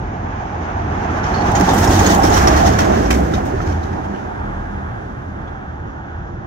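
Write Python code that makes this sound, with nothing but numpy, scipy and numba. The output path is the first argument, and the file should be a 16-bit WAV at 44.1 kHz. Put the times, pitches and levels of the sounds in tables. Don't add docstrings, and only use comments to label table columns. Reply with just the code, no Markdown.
import sys
import numpy as np
from scipy import signal
from scipy.fft import rfft, irfft, next_fast_len
from scipy.io import wavfile
from scipy.ndimage import uniform_filter1d, map_coordinates
from numba import njit

SR = 44100
rng = np.random.default_rng(int(sys.argv[2]) if len(sys.argv) > 2 else 0)


def dump_mix(stems):
    frames = np.atleast_2d(stems).T
    limited = np.clip(frames, -1, 1)
    pcm = np.round(limited * 32767).astype(np.int16)
    wavfile.write(sys.argv[1], SR, pcm)


N = 284886

# t/s, level/dB
DIESEL_LEVEL = [(0, -32.5), (1.4, -35.5), (2.4, -27.5), (3.6, -39), (4.1, -56), (4.4, -31.5), (6.46, -43.5)]
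# order, gain/dB
DIESEL_ORDERS = [(1, 0), (2, -1), (3, -11)]
# front/m, rear/m (behind the bumper), level/dB alongside front, rear,
# extra loss/(dB/m) coming, leaving, far floor/dB
RUMBLE_ZONE = (8.5, 30.5, -16, -23.5, 0.02, 0.2, -31)
DRONE_ZONE = (6, 24.5, -15.5, -16, 0.07, 0.16, -38.5)
TREAD_ZONE = (3.5, 14.5, -18.5, -17, -0.03, 0.23, -55)
WHOOSH_ZONE = (-1, 17, -24, -21, -0.12, 0.24, -61)
CLATTER_ZONE = (1.5, 17, -28.5, -30.5, 0.07, .5, -62.5)
HISS_ZONE = (5.5, 26., -33.5, -47, .95, 1.6, -100)
# f/Hz, relative density/dB
DRONE_SPECTRUM = [(65, -33), (110, -8.5), (140, -8.5), (194, 1.5), (254, -2.5), (312, 0.5), (392, -4),
                  (481, -10.5), (600, -13), (780, -17.5), (1320, -120)]
WHOOSH_SPECTRUM = [(560, -15), (950, -14), (1000, -3), (1680, -5.5), (1990, -12.5), (2250, -14.5),
                   (3000, -22), (3900, -31), (6600, -120)]
CLATTER_SPECTRUM = [(1180, -24), (2000, 4.5), (2240, -17), (2670, -5.5), (2970, -2.5), (3920, -5),
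                    (4890, -5), (5340, -2.5), (6570, -1.5), (7500, -17.5), (9000, -38), (11700, -43),
                    (19800, -120)]
HISS_SPECTRUM = [(4400, -8), (7500, 4), (9500, -3.5), (13800, -2), (16500, -8)]
PICKUP_SPECTRUM = [(260, -37), (450, -8), (499, -9.5), (693, -4.5), (804, -0.5), (1000, -6.5), (1370, -4),
                   (1620, -4), (2210, -21.5), (2930, -25.5), (3450, -27.5), (3880, -38), (6440, -61),
                   (9200, -90), (15700, -73)]
# f/Hz, width/Hz, relative level/dB
TRUCK_GROOVES = [(782, 142, -1), (694, 145, -3.5)]
PICKUP_GROOVES = [(831, 180, 9.5), (1644, 190, -4.5)]
# f/Hz, relative level/dB
PLATE_MODES = [(1930, -5), (2420, -14.5), (3130, -9.5), (3680, -16.5), (4400, -12.5), (5300, -10.5),
               (6040, -11), (6600, -15.5)]
# t/s, nominal f/Hz, level/dB
BODY_BOOM = [(1.05, 93, -61), (1.55, 96, -27), (1.8, 91.6, -29), (2.08, 95.16, -19.5), (2.27, 67.6, -26),
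             (2.42, 62.6, -18), (2.6, 67.1, -20), (2.72, 72.3, -31), (3.04, 58.9, -17.5), (3.3, 69, -25),
             (3.53, 88.8, -33), (3.85, 76.8, -21.5), (4.0, 83.9, -33.5), (4.45, 67, -50)]
# t/s, level/dB, hiss/dB re level, main ring f/Hz, ring/dB re level, t60/s
SLAMS = [(1.233,-23,-44,5500,-19,0.41),(1.34,-26,-47.5,4380,-8,0.44),(1.408,-30,-39,4380,-12,0.25),
         (1.516,-22.5,-16,6300,-12,0.055),(1.55,-12.5,-23,6670,-11.5,0.24),(1.5998,-21,-18,5330,-13,0.045),(1.612,-14,-20,6560,-18,0.03),
         (1.6882,-17.5,-21,3560,-9.5,0.27),(1.734,-22,-10,3170,-8,0.2),(1.778,-17.5,-13,5800,-11,0.29),(1.8407,-22.5,-12,6500,-4,0.11),
         (1.875,-27,-24,5470,1,0.12),(1.99,-13.5,-19,6700,-13,0.13),(2.063,-11.5,-18.5,6580,-10.5,0.14),(2.1392,-23,-9,6800,-8,0.35),
         (2.2319,-19,-13.5,5470,-6,0.57),(2.3,-36,-30,6700,11,0.1),(2.3395,-18,-18,5730,-6.5,0.33),(2.368,-12,-24,5430,-15,0.38),
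         (2.428,-26,-23,5240,-8,0.092),(2.4736,-9,-25,5490,-8.5,0.11),(2.562,-14.5,-21,5150,-24,0.37),(2.6602,-20,-18,5730,-12,0.26),
         (2.7865,-9,-21,5810,-13,0.23),(3.05,-25,-28,5610,-10,0.3),(3.105,-13,-18,2260,-8.5,0.31),(3.336,-20,-23.5,3640,-12,0.24),
         (3.452,-39,-5,6700,-10,0.17),(3.613,-31,-24,6300,-16,0.19),(3.6599,-30.5,-25,2500,-23,0.8),(3.718,-35,-28,3060,-14,0.15),
         (3.829,-34,-25,3825,-11,0.2),(3.9286,-36,-31,2557,-14,0.12),(4.041,-36,-23,2890,-9,0.15),(4.141,-42,-24,2890,-2,0.47),
         (5.473,-51,-48.5,3370,-2,0.2)]
# t/s, level/dB, f/Hz
WHEEL_KNOCKS = [(1.54, -13.5, 92.4), (1.603, -10.5, 291), (1.62, -10.5, 187.5), (1.686, -8, 790),
                (1.734, -6, 770), (2.01, -5.5, 822), (2.103, -9, 806), (2.19, -4, 797), (2.234, -15, 304),
                (2.249, -9, 767), (3.336, -16, 1343), (3.379, -11.5, 743), (3.535, -15, 391),
                (3.603, -12.5, 1310), (6.0, -29, 780)]
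# t/s, level/dB
TAILGATE_LEVEL = [(2.9, -45), (3.3, -31), (4.4, -34.5), (5.2, -39), (6.46, -55)]
# t/s, tyre level/dB, tread level/dB, rumble level/dB
PICKUP_LEVELS = [(2.4, -65, -51, -54), (3.2, -39, -37, -43), (3.7, -34.5, -34.5, -27.5),
                 (4.4, -32, -34, -36), (5.3, -35, -53, -33), (6.46, -37.5, -43, -46)]
# t/s, f/Hz
WHINE_PITCH = [(5.7, 338), (6.46, 351)]
# t/s, level/dB
WHINE_LEVEL = [(5.7, -63), (6.05, -49.5), (6.46, -42.5)]
# f/Hz, gain/dB
PORT_BALANCE = [(60, 0), (200, -1.5), (400, -4.5), (550, -4.5), (800, -3.5), (1300, -2), (1800, -3),
                (2500, 0), (3300, -2), (5500, -3), (6800, -6), (8000, 4.5), (9500, -3.5), (15000, -1)]
# f/Hz, gain/dB
SIDE_GAIN = [(30, 6), (100, -4), (600, 3.5), (1400, 1.5), (3000, 0), (6500, 0)]

SPEED_M_S, VERGE_M, BUMPER_PASSES_S = 17.15, 5.87, 1.569
DIESEL_HZ, ENGINE_AT_M, TREAD_AT_M, BODY_AT_M = 39.64, 13.82, 14.6, 6.92
LAG_MS, LAG_SWING_MS, PICKUP_LAG_MS = 0.091, 0.381, -0.22
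FOCUS_AHEAD, FOCUS_BEHIND, FOCUS_AT_M = 0.38, 1.9, 45
RAILS_S, SHAKE_UP_S, CALM_CLATTER_DB, CALM_HISS_DB = 1.41, 0.52, -11, -12
PINGS_PER_PLATE_S, PING_DB, TICK_DB, PING_SCATTER_DB = 30, -6, -11, 3.5
CHATTER_S, ATTACK_SHARE, ATTACK_CAP_S, GRIT_DB, GRIT_S = 0.007, 0.015, 0.0025, 2.2, 0.005
SLAM_NOISE_DB, PLATES_DB, PLATE_SCATTER_DB = -15.5, -9.5, 3
PLATE_WIDTH_HZ, RING_WIDTH_HZ = 70., 330.
KNOCK_T60_CYCLES, KNOCK_RISE_S = 36, 0.00086
LULL_S, LULL_WIDTH_S, LULL_DB = 1.66, 0.015, -6
BASS_CUT_HZ, TOP_CUT_HZ = 30., 15820
TIME_S = np.arange(N) / SR


def undb(db):
    return 10 ** (np.asarray(db) / 20)


def unit(x):
    return x / np.sqrt(np.mean(x ** 2))


def curves(table):
    times_s, *columns = np.transpose(table)
    return [np.interp(TIME_S, times_s, column) for column in columns]


def colour(x, spectrum):
    hz, db = np.transpose(spectrum)
    edge = SR // 20
    x = np.concatenate([x[..., edge:0:-1], x, x[..., -2:-edge:-1]], axis=-1)
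    size = next_fast_len(x.shape[-1])
    bins_hz = np.maximum(np.arange(size // 2 + 1) * SR / size, 1)
    gain = undb(np.interp(np.log(bins_hz), np.log(hz), db))
    return irfft(rfft(x, size) * gain, size)[..., edge:edge + N]


@njit
def svf(x, hz, width_hz):
    y, band, low = np.empty(len(x)), 0., 0.
    for i in range(len(x)):
        g, k = np.tan(np.pi * hz[i] / SR), width_hz / hz[i]
        v = (band + g * (x[i] - low)) / (1 + g * (g + k))
        band, low, y[i] = 2 * v - band, low + 2 * g * v, k * v
    return y


def resonate(rows, hz, width_hz):
    return np.array([svf(row, hz * np.ones(len(row)), float(width_hz)) for row in rows])


def walk(rate_hz):
    hold = int(SR / rate_hz)
    steps = np.repeat(rng.standard_normal(N // hold + 1), hold)
    return 1.43 * uniform_filter1d(uniform_filter1d(steps, hold), hold)[:N]


def strands():
    return rng.standard_normal((3, N))


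def noise(spectrum):
    return unit(colour(strands(), spectrum))


def ports(x, lag_ms, coherence):
    coherence = np.clip(coherence, 0, 1)
    late = map_coordinates(x[0], [np.arange(N) - lag_ms * SR / 1000], order=3, mode="mirror")
    return np.sqrt(coherence) * np.array([late, x[0]]) + np.sqrt(1 - coherence) * x[1:]


def tone(hz, db, orders, waver_db, drift, rate_hz):
    phase = 2 * np.pi * np.cumsum(hz * (1 + drift * walk(rate_hz))) / SR
    out = 0
    for order, order_db in orders:
        gain = np.sqrt(2) * undb(db + order_db + waver_db * walk(rate_hz))
        out += gain * np.sin(order * phase + rng.uniform(0, 2 * np.pi))
    return out


def past_m(at_m):
    return SPEED_M_S * (TIME_S - BUMPER_PASSES_S) - at_m


def bearing(at_m):
    return past_m(at_m) / np.hypot(past_m(at_m), VERGE_M)


def doppler(at_m):
    return 1 / (1 + SPEED_M_S * bearing(at_m) / 343)


def passing_db(front_m, rear_m, front_db, rear_db, coming_db_m, leaving_db_m, far_db):
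    gap_m = np.maximum(0, np.maximum(-past_m(front_m), past_m(rear_m)))
    range_m = np.hypot(gap_m, VERGE_M)
    extra_db_m = np.where(past_m(front_m) < 0, coming_db_m, leaving_db_m)
    loss_db = 20 * np.log10(range_m / VERGE_M) + (range_m - VERGE_M) * extra_db_m
    source_db = np.interp(past_m(0), [front_m, rear_m], [front_db, rear_db])
    return 20 * np.log10(np.hypot(undb(source_db - loss_db), undb(far_db)))


def diesel_hum():
    hz = DIESEL_HZ * doppler(ENGINE_AT_M)
    return tone(hz, *curves(DIESEL_LEVEL), DIESEL_ORDERS, waver_db=3.5, drift=0.0083, rate_hz=6)


def wheel_rumble(db):
    roll = resonate(resonate(strands(), hz=80, width_hz=73), hz=70, width_hz=135)
    return unit(roll) * undb(db + 1.4 * walk(10))


def body_drone():
    drone = noise(DRONE_SPECTRUM) * undb(passing_db(*DRONE_ZONE) + 1.13 * walk(20))
    drone[1:] = colour(drone[1:], [(150, -23.5), (450, 2.0)])
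    return drone


def tread_song(db, grooves, shift=1):
    air, song = strands(), 0
    for hz, width_hz, mode_db in grooves:
        song += undb(mode_db) * resonate(resonate(air, hz * shift, width_hz), hz * shift, 2 * width_hz)
    return unit(song) * undb(db + 1.64 * walk(25.2))


def rolling_noise(spectrum, db, slam_gain):
    return noise(spectrum) * np.hypot(undb(db), slam_gain)


def plate_pings():
    rings, ticks = 0, 0
    for hz, db in PLATE_MODES:
        taps = (rng.random(N) < PINGS_PER_PLATE_S / SR) * undb(PING_SCATTER_DB * rng.standard_normal(N))
        rings += undb(db / 2) * svf(taps, hz * (1 + .04 * walk(8)), PLATE_WIDTH_HZ)
        ticks += taps
    pings = undb(PING_DB) * unit(rings) + undb(TICK_DB) * unit(colour(ticks, CLATTER_SPECTRUM))
    return np.array([pings] * 3)


def body_boom():
    return tone(*curves(BODY_BOOM), [(0.98, 0.0026)], waver_db=-2.0, drift=0.04, rate_hz=20)


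def steel_slams():
    clatter, hiss, rings = np.zeros(N + SR), np.zeros(N + SR), np.zeros((3, N + SR))
    t = np.arange(int(.4 * SR)) / SR
    step, ring_len = int(GRIT_S * SR), len(t) // 2
    for start_s, db, hiss_db, ring_hz, ring_db, t60_s in SLAMS:
        i = int((start_s - .002) * SR)
        attack = 1 - np.exp(-t / min(ATTACK_SHARE * t60_s, ATTACK_CAP_S))
        hold_s = min(CHATTER_S, t60_s / 20)
        shape = attack * undb(-60 * np.maximum(t - hold_s, 0) / t60_s)
        contacts = np.repeat(rng.standard_normal(len(t) // step + 1), step)
        grit = uniform_filter1d(contacts, step // 2)[:len(t)]
        rough = shape * undb(db + GRIT_DB * grit)
        clatter[i:i + len(t)] += undb(SLAM_NOISE_DB) * rough
        hiss[i:i + len(t)] += undb(hiss_db) * rough
        modes = [(ring_hz, ring_db, RING_WIDTH_HZ)]
        for hz, plate_db in PLATE_MODES:
            struck_db = plate_db + PLATES_DB + PLATE_SCATTER_DB * rng.standard_normal()
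            modes.append((hz, struck_db, PLATE_WIDTH_HZ))
        scrape = rng.standard_normal((3, ring_len))
        for hz, mode_db, width_hz in modes:
            ring = resonate(resonate(scrape, hz, width_hz), hz, width_hz=700)
            rings[:, i:i + ring_len] += undb(mode_db) * unit(ring) * (shape * rough)[:ring_len]
    return clatter[:N], hiss[:N], rings[:, :N]


def wheel_knocks():
    out, t = np.zeros(N), np.arange(int(.2 * SR)) / SR
    attack = 1 - np.exp(-t / KNOCK_RISE_S)
    for start_s, db, hz in WHEEL_KNOCKS:
        i = int(start_s * SR)
        phase = 2 * np.pi * hz * t
        partials = np.sin(phase) + 0.26 * np.sin(1.35 * phase)
        out[i:i + len(t)] += undb(db - 60 * t * hz / KNOCK_T60_CYCLES) * attack * partials
    return np.array([out] * 3)


def tailgate_hum():
    return unit(resonate(strands(), hz=198, width_hz=14)) * undb(curves(TAILGATE_LEVEL)[0])


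def truck():
    rumble = wheel_rumble(passing_db(*RUMBLE_ZONE))
    boom = body_boom()
    drone = body_drone()
    tread = tread_song(passing_db(*TREAD_ZONE), TRUCK_GROOVES, doppler(TREAD_AT_M))

    calm = np.clip(1 - (TIME_S - RAILS_S) / SHAKE_UP_S, 0, 1)
    clatter_db = passing_db(*CLATTER_ZONE) + CALM_CLATTER_DB * calm
    hiss_db = passing_db(*HISS_ZONE) + CALM_HISS_DB * calm
    nearness = VERGE_M / np.hypot(past_m(BODY_AT_M), VERGE_M)
    rattle = walk(30.14) * np.sqrt(nearness)
    slam_gain, slam_hiss_gain, rings = steel_slams()
    whoosh_db = passing_db(*WHOOSH_ZONE) + 0.51 * rattle + 0.85 * walk(22.6)
    whoosh = rolling_noise(WHOOSH_SPECTRUM, whoosh_db, 1.9 * slam_gain)
    clatter = rolling_noise(CLATTER_SPECTRUM, clatter_db + 3.0 * rattle, slam_gain)
    hiss = rolling_noise(HISS_SPECTRUM, hiss_db + 2.0 * rattle, slam_hiss_gain)
    hum = diesel_hum()
    drone += tailgate_hum()
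    pings = plate_pings() * undb(clatter_db) * nearness

    lull = undb(LULL_DB * np.exp(-((TIME_S - LULL_S) / LULL_WIDTH_S) ** 2))
    lag_ms = LAG_MS + LAG_SWING_MS * bearing(BODY_AT_M)
    focus = np.interp(bearing(FOCUS_AT_M), [-1, 1], [FOCUS_AHEAD, FOCUS_BEHIND])
    return (hum + boom + hiss[1:]
            + ports(rumble * lull, lag_ms, coherence=0.98)
            + ports(drone * lull, lag_ms + 0.11, 0.72)
            + ports(tread * lull, lag_ms + 0.047, 1.04 * focus)
            + ports(whoosh, lag_ms, 0.52 * focus)
            + ports(clatter, lag_ms - 0.1, 0.093 * focus)
            + ports(pings, lag_ms, 1.0)
            + ports(rings, lag_ms, 0.4)
            + ports(wheel_knocks(), lag_ms, 0.73))


def pickup():
    tyre_db, tread_db, rumble_db = curves(PICKUP_LEVELS)
    tyres = noise(PICKUP_SPECTRUM) * undb(tyre_db + 1.2 * walk(12))
    whine = tone(*curves(WHINE_PITCH), *curves(WHINE_LEVEL), [(1, 0)],
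                 waver_db=2.5, drift=0.004, rate_hz=6)
    tyres += tread_song(tread_db, PICKUP_GROOVES)
    rumble = wheel_rumble(rumble_db)
    return ports(tyres, PICKUP_LAG_MS, 0.72) + ports(rumble, PICKUP_LAG_MS, 0.98) + whine


def scene():
    return truck() + pickup()


def record(dry):
    hz, db = np.transpose(PORT_BALANCE)
    left, right = colour(dry[0], np.c_[hz, db / 2]), colour(dry[1], np.c_[hz, -db / 2])
    mid, side = (left + right) / 2, colour((left - right) / 2, SIDE_GAIN)
    bass_cut = signal.butter(2, BASS_CUT_HZ, "high", fs=SR, output="sos")
    top_cut = signal.ellip(14, .2, 70, TOP_CUT_HZ, fs=SR, output="sos")
    stereo = signal.sosfilt(bass_cut, np.array([mid + side, mid - side]))
    return signal.sosfilt(top_cut, np.clip(stereo, -1, 1))


dry = scene()
out = record(dry)
dump_mix(out)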